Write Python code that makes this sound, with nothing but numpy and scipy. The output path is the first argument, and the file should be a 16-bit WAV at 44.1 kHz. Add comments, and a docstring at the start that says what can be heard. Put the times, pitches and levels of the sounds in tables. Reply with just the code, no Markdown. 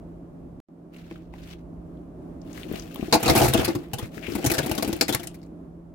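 """A kitchen fan hums: shaped noise, duct tones and a motor line. Early on the sound is cut and returns softly.
Then a hand rubs a plastic bowl of oily vegetable cubes, heard as stick-slip noise, ticks and a modal bump.
In two pours the cubes slide out and tumble onto a paper-lined baking tray, close to a phone: each landing
crackles the paper with noise bursts and rings the damped modes of the tray. Between the first pour and the
second a wet face scrapes the rim."""
import sys
import numpy as np
from scipy import signal
from scipy.fft import rfft, irfft
from scipy.io import wavfile
from scipy.ndimage import uniform_filter1d

SR = 44100
rng = np.random.default_rng(int(sys.argv[2]) if len(sys.argv) > 2 else 0)


def volts_from_decibels(level):
    """Turn decibel levels (scalar or array-like) into linear amplitude factors."""
    exponent = np.asarray(level, float) / 20
    return 10 ** exponent


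def bounce(signal):
    """Save signal as a 16-bit WAV file at the path given by the first command-line argument."""
    frames = np.transpose(np.atleast_2d(signal))
    limited = np.clip(frames, -1, 1)
    pcm = np.round(limited * 32767).astype(np.int16)
    wavfile.write(sys.argv[1], SR, pcm)


N = 261954
T = np.arange(N) / SR


def unit(x):
    """Normalization: scale to rms 1."""
    return x / np.sqrt(np.mean(x ** 2))


def curve(table):
    """Linear interpolation: each column after the time in seconds becomes one value a sample."""
    s, *columns = np.transpose(table)
    return [np.interp(T, s, c) for c in columns]


def across(points, count):
    """Interpolation on a log-frequency axis: (Hz, value) points at each frequency bin of count samples."""
    hz, value = np.transpose(points)
    bin_hz = np.arange(count // 2 + 1) * SR / count
    return np.interp(np.log(bin_hz + 1), np.log(hz), value)


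def colour(x, points):
    """Spectral shaping: multiply the spectrum by the gain through (Hz, dB) points."""
    count = x.shape[-1]
    return irfft(rfft(x) * volts_from_decibels(across(points, count)), count)


def band(x, lo_hz, hi_hz):
    """Band-pass filtering, with the upper edge held below the Nyquist limit."""
    sos = signal.butter(2, [lo_hz, min(hi_hz, .45 * SR)], "band", fs=SR, output="sos")
    return signal.sosfilt(sos, x)


def pair(count, alike):
    """Interchannel coherence: left and right noise, built from mid and side to correlate by alike."""
    mid, side = rng.standard_normal((2, count))
    return np.sqrt(1 + alike) * mid + np.sqrt(1 - alike) * side * np.array([[1], [-1]])


def walk(rate):
    """Slow random modulation: levels held for 1 / rate seconds and smoothed, rms 1."""
    hold = int(SR / rate)
    steps = np.repeat(rng.standard_normal(N // hold + 1), hold)
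    return unit(uniform_filter1d(uniform_filter1d(steps, hold), hold)[:N])


def burst(length_ms, rise_ms, fade_ms):
    """Transient envelope: linear rise, hold to the length, exponential decay."""
    ms = 1000 * T[:4096]
    return np.minimum(ms / rise_ms, 1) * np.exp(-np.maximum(ms - length_ms, 0) / fade_ms)


def add(out, x, s):
    """Superposition: lay a sound into both channels at s seconds."""
    i = int(s * SR)
    out[:, i:i + x.shape[-1]] += x[:, :N - i]


# Spectrum of the air rush. Each row: frequency in Hz, relative density in dB per Hz.
AIR_SPECTRUM = [(15, -50), (25, -2), (64, -1.5), (137, -7.5), (195, -10.5), (335, -8), (489, -20),
                (624, -18.5), (962, -30), (1040, -29), (1840, -44), (4000, -55.5), (8590, -57.5),
                (12000, -58.5), (16000, -65)]
# Coherence of the air in the two channels. Each row: frequency in Hz, likeness from 0 to 1.
AIR_ALIKE = [(60, 0.91), (130, 0.74), (290, 1), (640, 0.13), (1400, 0)]
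# Tones of the duct. Each row: frequency in Hz, width in Hz, level in dB before the fan curve.
DUCT_TONES = [(57.5, 15, -46.5), (158.2, 56, -62.5), (269, 47, -53), (329, 15, -58), (623, 90, -62)]
# The fan as heard while the phone moves. Each row: time in seconds, bass gain in dB, mids gain in dB.
FAN_GAIN = [(0, -5.5, -1), (1, -6, -4), (2.2, -6, 0), (5.94, -10.5, -2.5)]


def fan():
    """Flow noise and tonal radiation: broadband air, duct resonances and a motor line; bass coherent."""
    air_db, motor_hz, motor_db = -43, 169.5, -47  # air level before the fan gain, motor pitch and level
    f = np.arange(N // 2 + 1) * SR / N
    air = volts_from_decibels(2 * across(AIR_SPECTRUM, N))
    power = air / air.sum() * volts_from_decibels(2 * air_db)
    for tone_hz, width_hz, tone_db in DUCT_TONES:
        peak = np.exp(-2 * ((f - tone_hz) / width_hz) ** 2)
        power = power + peak / peak.sum() * volts_from_decibels(2 * tone_db)
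    alike = np.clip(across(AIR_ALIKE, N), 0, 1)
    gain = np.sqrt(power * N / 2 * np.array([1 + alike, 1 - alike]))
    mid, side = rfft(rng.standard_normal((2, N))) * gain
    both = np.array([mid + side, mid - side])
    out = 0
    for share, level_db in zip((f < 130, f >= 130), curve(FAN_GAIN)):
        out = out + irfft(both * share, N) * volts_from_decibels(level_db + 1.0 * walk(6.36))
    wandering_hz = motor_hz + 0.567 * walk(14)
    motor = np.sin(2 * np.pi * np.cumsum(wandering_hz) / SR) * volts_from_decibels(motor_db)
    return (out + np.sqrt(2) * motor) * volts_from_decibels([[-.7], [.7]])  # slightly to the right


def dropout(x):
    """Gain modulation: near silence for a moment, then a soft return that recovers, the bass last."""
    cut_s, back_s, back_db, recovery_s = .602, .686, -5, 0.13
    bass_back_s, bass_late_db = 1.014, -13
    bass = signal.sosfiltfilt(signal.butter(3, 130, fs=SR, output="sos"), x)
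    late_db = bass_late_db * np.clip((bass_back_s - T) / 0.067, 0, 1) * (T > cut_s)
    since = T - back_s
    recovery_db = back_db * np.exp(-np.abs(since) / recovery_s)
    cut_db = np.maximum(-28 + 1400 * since, -70)
    db = np.where(since > 0, recovery_db, cut_db)
    return (x + bass * (volts_from_decibels(late_db) - 1)) * np.where(T > cut_s, volts_from_decibels(db), 1)


# The hand rubs the bowl, twice. Each row: time in seconds, relative level in dB.
HAND = [(0.911, -87), (0.942, -57.5), (1.05, -66.5), (1.16, -63), (1.2, -71.5), (1.32, -80), (1.35, -63.5),
        (1.49, -55), (1.534, -56.5), (1.565, -73), (1.62, -75)]
# The cubes slide, in two pours. Each row: time in seconds, relative level in dB.
SLIDE = [(2.4, -86), (2.47, -67.5), (2.58, -53.5), (2.68, -61), (2.76, -49), (2.9, -62), (2.99, -55),
         (3.12, -54.5), (3.3, -32.5), (3.45, -43.5), (3.62, -38), (3.8, -58.5), (3.9, -68), (4.04, -50),
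         (4.11, -69), (4.15, -52.5), (4.21, -60.5), (4.3, -49), (4.49, -46.5), (4.62, -46), (4.9, -51),
         (5.06, -55.5), (5.2, -53), (5.32, -69.5), (5.47, -75.5), (5.55, -99)]
# Spectrum of rubbing. Each row: frequency in Hz, relative density in dB per Hz.
RUB_SPECTRUM = [(800, -10), (1300, 1.5), (1900, 1.5), (2600, 2.5), (3600, -4.5), (5000, -6), (9000, -11.5),
                (16000, -9)]
# Food runs over the paper. Each row: start in seconds, end in seconds.
POURS = [(3.12, 4.06), (4.34, 5.47)]


def slides():
    """Stick-slip friction: gritty hiss and squeaky mid bands, while bowl and tray rumble along."""
    grip_db, drift_db = 2.6, 1.5  # quick and slow swings of each squeaky band, rms
    grit = (rng.random(N) < 500 / SR) * volts_from_decibels(1.0 * rng.exponential(size=N))  # about 500 slips a second
    grit = unit(signal.lfilter([1], [1, -np.exp(-1 / (0.0025 * SR))], grit))  # each decays over 2.5 ms
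    rub = colour(pair(N, 0.023), RUB_SPECTRUM) * (1 + 2.2 * grit)
    edges_hz = np.geomspace(800, 4600, 8)
    low = 0
    # every narrow band grips and lets go at its own moments
    for k, (lo, hi) in enumerate(zip(edges_hz, edges_hz[1:])):
        swing_db = grip_db * walk(160) + drift_db * walk(30)
        low = low + (-1) ** k * band(rub, lo, hi) * volts_from_decibels(swing_db)
    low = unit(low)
    hiss = colour(pair(N, .03), RUB_SPECTRUM) * (1 + 0.79 * grit)
    high = unit(band(hiss, 3500, 19845))
    body = colour(pair(N, 0.22), np.array(TRAY_MODES)[:, :2])
    rumble = unit(band(body, 82, 620) * volts_from_decibels(4.7 * walk(40)))
    scratch = unit(band(pair(N, .03) * (1 + 3.0 * grit) * volts_from_decibels(5.2 * walk(60)), 2500, 6217))
    pour_treble_db = 0
    for (start, end), change_db in zip(POURS, (-2.5, -1.5)):  # the paper changes the treble in each pour
        pour_treble_db = pour_treble_db + change_db * ((T > start) & (T < end))
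    out = np.zeros((2, N))
    # treble, rumble and scratch in dB against the mids; skin on plastic is duller than the cubes
    for table, treble_db, rumble_db, scratch_db in (HAND, -5.5, -5, -6), (SLIDE, -1.4, 3.5, -12):
        db, = curve(table)
        on = (T > table[0][0]) & (T < table[-1][0])
        treble = volts_from_decibels(treble_db + pour_treble_db) * high
        out += on * volts_from_decibels(db) * (low + treble + volts_from_decibels(rumble_db) * rumble + volts_from_decibels(scratch_db) * scratch)
    return out


# Small ticks of hand, bowl and wet cubes. Each row: start in seconds, relative level in dB, centre in Hz.
TICKS = [(0.944, -52, 3020), (0.963, -47.5, 2450), (0.967, -60, 8050), (1.111, -44, 2470),
         (1.111, -45, 940), (1.159, -54, 3000), (1.157, -50, 1450), (1.337, -47.5, 2160), (1.338, -41, 800),
         (1.384, -57, 3280), (1.458, -63, 1400), (1.474, -61, 6900), (1.51, -51, 3500), (1.528, -49, 3600),
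         (1.971, -70, 3500), (2.416, -57.5, 5800), (2.53, -49.5, 7000), (2.632, -38.5, 3080),
         (2.725, -42, 14020), (2.756, -44, 3060), (2.796, -39.5, 5770), (2.822, -49, 5540),
         (2.938, -69, 7860), (2.944, -41, 13600), (2.959, -43.5, 13600), (2.958, -44, 3210),
         (2.958, -35, 950), (3.01, -43, 2680), (3.05, -50.5, 1604), (3.298, -19, 4400),
         (3.362, -25.5, 12470), (3.484, -26.5, 12000), (3.648, -43, 12070), (3.794, -56, 2500),
         (3.836, -58, 12500), (4.07, -60, 9000), (4.179, -39, 1970), (4.266, -34.5, 2400),
         (4.32, -41, 4480), (4.435, -39, 2500), (4.45, -32, 8100), (4.78, -46, 9100), (5.271, -32.5, 9200),
         (5.416, -62, 5000), (5.463, -69, 7920)]


def ticks():
    """Impulsive excitation of a broad resonance, with a faint wide snap; rubbing sheds random wet specks."""
    speck_db, lowest_hz, highest_hz = -2.5, 1100, 6790  # level above the rubbing before the random part
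    rows = list(TICKS)
    for table, count in (HAND, 30), (SLIDE, 130):
        s, db = np.transpose(table)
        for when, size, pitch in rng.random((count, 3)):
            at = s[0] + when * (s[-1] - s[0])
            level_db = np.interp(at, s, db) + speck_db + 5.1 * np.log(size)
            rows.append((at, level_db, lowest_hz * (highest_hz / lowest_hz) ** pitch))
    out = np.zeros((2, N))
    for s, db, hz in rows:
        wide = pair(4096, alike=0.14)
        resonance = unit(band(band(wide, hz / 2.1, hz * 1.3), hz / 1.31, hz * 1.3))
        click = resonance + volts_from_decibels(-19.5) * band(wide, 800, 12000)
        add(out, volts_from_decibels(db) * click * burst(1.63, 0.47, 2.3), s)
    return out


# Cubes bump inside the bowl. Each row: start in seconds, contact in ms, relative thud level in dB.
BUMPS = [(1.113, 6, -38), (2.664, 3.7, -39.5), (2.697, 2.1, -39.5), (2.715, 4.4, -31.5), (2.739, 3, -32),
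         (2.995, 3.9, -34.5), (3.028, 0.99, -27.5), (3.083, 2.5, -35), (4.173, 6.6, -40),
         (4.283, 17, -34.5), (4.32, 18, -35), (4.386, 12, -36)]
# Cubes land on the lined tray. Each row: start in seconds, contact in ms, relative thud level in dB,
# relative paper level in dB, gain of the lowest modes in dB.
LANDINGS = [(3.126, 22, -19, -19.5, -14), (3.139, 19, -19, -24, -14.5), (3.23, 6.5, -29, -30.5, 3),
            (3.259, 10.6, -23, -26.5, 5), (3.279, 19, -21, -26.5, 5), (3.297, 14, -17, -23, 11),
            (3.351, 9.5, -23, -29, -8.5), (3.359, 16.7, -20, -23.5, 7), (3.376, 44, -25.5, -24.5, 11),
            (3.4, 7.4, -28, -30, -7), (3.416, 11.3, -18.5, -24.5, 7), (3.431, 14, -27, -26.5, -12),
            (3.446, 12, -23, -25, 5), (3.461, 11, -26.5, -29.5, 8), (3.48, 22, -26.5, -29.5, 19),
            (3.536, 4.5, -44, -24.5, 5), (3.543, 8.6, -19, -26.5, 8), (3.575, 17, -27, -33.5, 11),
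            (3.595, 6, -25.5, -35, -2), (3.641, 3, -32, -52, 2), (3.647, 8.9, -33, -30, 23),
            (3.68, 9.4, -23, -34.5, -28), (3.751, 9.1, -27.5, -39, 4.5), (3.934, 9.3, -31.5, -32.5, 21.5),
            (3.985, 13, -38, -38, -17), (4.027, 7.8, -31.5, -52.5, 21), (4.352, 10, -26.5, -37.5, -23),
            (4.443, 21, -24.5, -32.5, -21), (4.462, 11, -23.5, -25, 17), (4.5, 7.5, -29.5, -30, -15),
            (4.516, 7.2, -26.5, -25.5, -15), (4.538, 17.5, -35, -30, -7), (4.571, 4.1, -36, -40, -10),
            (4.582, 11, -27, -24.5, 11.5), (4.631, 9.2, -34.5, -41.5, 18), (4.662, 9, -29.5, -36.5, -19),
            (4.695, 4.5, -29, -38, -29), (4.714, 5.9, -27, -30, -15), (4.752, 4.8, -43, -38, -8),
            (4.779, 8.7, -30.5, -30.5, -11.5), (4.825, 6.6, -29.5, -28, -25), (4.847, 4.8, -32, -36.5, -8),
            (4.877, 13.4, -27.5, -40, -15), (4.929, 5.3, -28.5, -31.5, 5), (5.011, 3.5, -25.5, -18, -15),
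            (5.023, 7.5, -28, -31, -29), (4.964, 4.6, -41.5, -47, -6), (5.0, 3.5, -50.5, -56.5, -6),
            (5.082, 9.8, -36, -30, -13), (5.092, 11.8, -28, -30, 0), (5.126, 14.6, -33.5, -30, -27.5),
            (5.148, 2.3, -28, -21.5, 5), (5.197, 8.3, -40.5, -43, -15), (5.232, 14, -47, -43.5, 25),
            (5.273, 4.7, -50.5, -39.5, -2.5), (5.343, 11, -70, -52.5, -8.5), (5.43, 6.8, -68, -61, -12.5)]


def blows():
    """Impact schedule: bumps, landings and random patter.

    Each row: start in seconds, contact in ms, thud, paper, lowest and upper modes in dB, damping factor."""
    first = POURS[0][0]

    def upper_db(s, sharp_db):
        """Mass loading: upper modes ring more under a sharp crackle, and less as food loads the tray."""
        return 10 + sharp_db - 5.5 * (s - first)

    rows = []
    for s, length_ms, thud_db in BUMPS:
        damp = 3.3 if s < first else 1.4  # the full bowl in the hand rings short, half-empty it rings longer
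        rows.append((s, length_ms, thud_db, -np.inf, -4, -40.5, damp))  # dull and without paper
    for s, length_ms, thud_db, paper_db, lowest_db in LANDINGS:
        rows.append((s, length_ms, thud_db, paper_db, lowest_db, upper_db(s, paper_db - thud_db), 1))
    for start, end in POURS:  # small pieces drop at random
        for when, size in rng.random((45, 2)):
            s = start + when * (end - start)
            db = np.interp(s, *np.transpose(SLIDE)) - 1.5 + 1.7 * np.log(size)
            rows.append((s, 3., db + 8.0, db, -10., upper_db(s, -0.75), 1))
    return rows


# Modes of tray and bowl. Each row: frequency in Hz, relative level in dB, t60 in seconds before damping.
TRAY_MODES = [(70, -35, 0.083), (106, -19.5, 0.02), (135, -6, 0.0912), (244, -11, 0.073),
              (287.2, -8.5, 0.16), (311.3, -0.5, 0.1), (344.7, 1.5, 0.13), (419, -3, 0.04), (494, -2, 0.17),
              (669, -0.5, 0.12), (739, 0.5, 0.07), (832, -5.5, 0.14), (892, -10, 0.14), (1110, -9.5, 0.076),
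              (1120, -13, 0.06), (1266, -13, 0.1), (1405, -12.5, 0.11)]


def knocks(rows):
    """Modal synthesis: a soft cube rolls over its corners, and many small pushes ring the damped modes."""
    detune = 0.022  # rms share by which the load of food shifts each mode
    out, t = np.zeros((2, N)), T[:8192]
    hz, mode_db, t60 = np.array(TRAY_MODES).T[:, :, None]
    for s, length_ms, db, _, lowest_db, upper_db, damp in rows:
        level_chance, lead_chance, pitch_chance = rng.standard_normal((3, len(TRAY_MODES), 1))
        start_db = mode_db + upper_db * (hz > 450) + lowest_db * (hz < 180) + 0.5 * level_chance
        decay_db = 60 * damp * (0.95 + 1.49 * (hz > 450)) * t / t60
        # low modes reach both microphone ports nearly in step, high ones do not
        spread = np.minimum(0.42 + (hz / 980.0) ** 2, 1.5) * lead_chance
        lead = spread * np.array([1, -1])[:, None, None]
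        phase = 2 * np.pi * hz * (1 + detune * pitch_chance) * t
        ring = volts_from_decibels(start_db - decay_db) * np.sin(phase + lead)
        uneven = volts_from_decibels(3.5 * np.repeat(rng.exponential(size=64), 64))
        rolling = band(rng.standard_normal(4096) * uneven, 55, 8000)
        push = rolling * burst(length_ms, 1.7, 2.2 + 0.4 * length_ms)
        push = push + 1.49 * burst(0.35, 0.55, 0.25)  # the first touch
        blow = signal.fftconvolve(ring.sum(axis=1), push[None])[:, :len(t)]
        loudness = np.std(blow[:, :int((length_ms + 8) * SR / 1000)])
        add(out, volts_from_decibels(db) * blow / loudness, s - .001)
    return out


# Spectrum of the paper. Each row: frequency in Hz, relative density in dB per Hz.
PAPER_SPECTRUM = [(590, -21), (1000, -6.5), (1160, -15), (1420, -1), (3420, 3.5), (4570, -1.5), (9490, -8),
                  (12000, -10.5), (16000, -30.5)]


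def crackles(rows):
    """Buckling noise: every landing snaps the paper once sharply, amid a burst of uneven smaller snaps."""
    sag_db_per_ms = 0.32  # the crackle thins as it goes on
    out = np.zeros((2, N))
    for s, length_ms, _, db, *_ in rows:
        snaps = unit(volts_from_decibels(0.98 * np.repeat(rng.exponential(size=128), 32)))
        sheet = colour(pair(4096, alike=0.071), PAPER_SPECTRUM)
        top_db = -3 - 3.5 * rng.standard_normal()  # the thinnest crackle differs between landings
        face_hz = 2600 * 2 ** (0.6 * rng.standard_normal())  # each wet face slaps with its own colour
        mids_db = 0.5 + 1.5 * rng.standard_normal()
        top = unit(band(sheet, 16000, 19845))
        mids = unit(band(sheet, 700, 4310) + 1.4 * band(sheet, face_hz / 1.128, face_hz * 1.14))
        sheet = unit(band(sheet, 3360, 8100)) + volts_from_decibels(top_db) * top + volts_from_decibels(mids_db) * mids
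        shape = burst(length_ms, 1.2, 3.5 + 0.39 * length_ms) * volts_from_decibels(-sag_db_per_ms * 1000 * T[:4096])
        shape = shape + 0.16 * burst(0.55, 0.21, 0.76)  # the sharp snap
        add(out, volts_from_decibels(db) * sheet * snaps * shape, s - .001)
    return out


def scrape():
    """Sliding friction: a wet face drags along the rim, a rough swish in a single broad resonance."""
    start_s, length_ms, level_db, centre_hz = 4.222, 50, -44.5, 2330
    out = np.zeros((2, N))
    rough = volts_from_decibels(3.0 * np.repeat(rng.standard_normal(32), 128))
    swish = unit(band(pair(4096, alike=0.19), centre_hz / 1.28, centre_hz * 1.24) * rough)
    add(out, volts_from_decibels(level_db) * swish * burst(length_ms, 12.0, 5.4), start_s)
    return out


def room(x, t60_s, db):
    """Reverberation: the kitchen answers with a short diffuse tail, duller than the source."""
    t = T[:int(.5 * SR)]
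    tail = band(rng.standard_normal((2, len(t))), 86.7, 9000) * volts_from_decibels(-60 * t / t60_s) * (t > .004)
    tail = tail / np.sqrt(np.sum(tail[0] ** 2))
    return x + volts_from_decibels(db) * signal.fftconvolve(x, tail, axes=1)[:, :N]


# Where the food lies as the phone moves. Each row: time in seconds, left minus right in dB.
FOOD_SIDE = [(1.25, 1), (2.4, 8), (3.05, 7.5), (3.15, 1.5), (4.1, 4), (4.22, 13.5), (4.4, 5)]


def scene():
    """Superposition: food, bowl and tray, panned by level difference, in the room over the fan."""
    side_db, = curve(FOOD_SIDE)
    rows = blows()
    food = slides() + ticks() + knocks(rows) + crackles(rows) + scrape()
    food = food * volts_from_decibels(np.array([side_db, -side_db]) / 2 + 3.0)
    return room(food, t60_s=0.13, db=-13.0) + fan()


def top_cut(x):
    """Nothing passes above the cut-off."""
    return signal.sosfilt(signal.butter(12, 16990, fs=SR, output="sos"), x)


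def record(dry):
    """Saturation and band limiting: the phone rounds loud peaks, trims lowest bass and top; the sound cuts."""
    rounded = np.tanh(dry)
    trimmed = signal.sosfilt(signal.butter(2, 45, "high", fs=SR, output="sos"), rounded)
    trimmed = signal.sosfilt(signal.ellip(8, .2, 45, 15900, fs=SR, output="sos"), trimmed)
    mix = dropout(trimmed)
    return top_cut(mix)


dry = scene()
out = record(dry)
bounce(out)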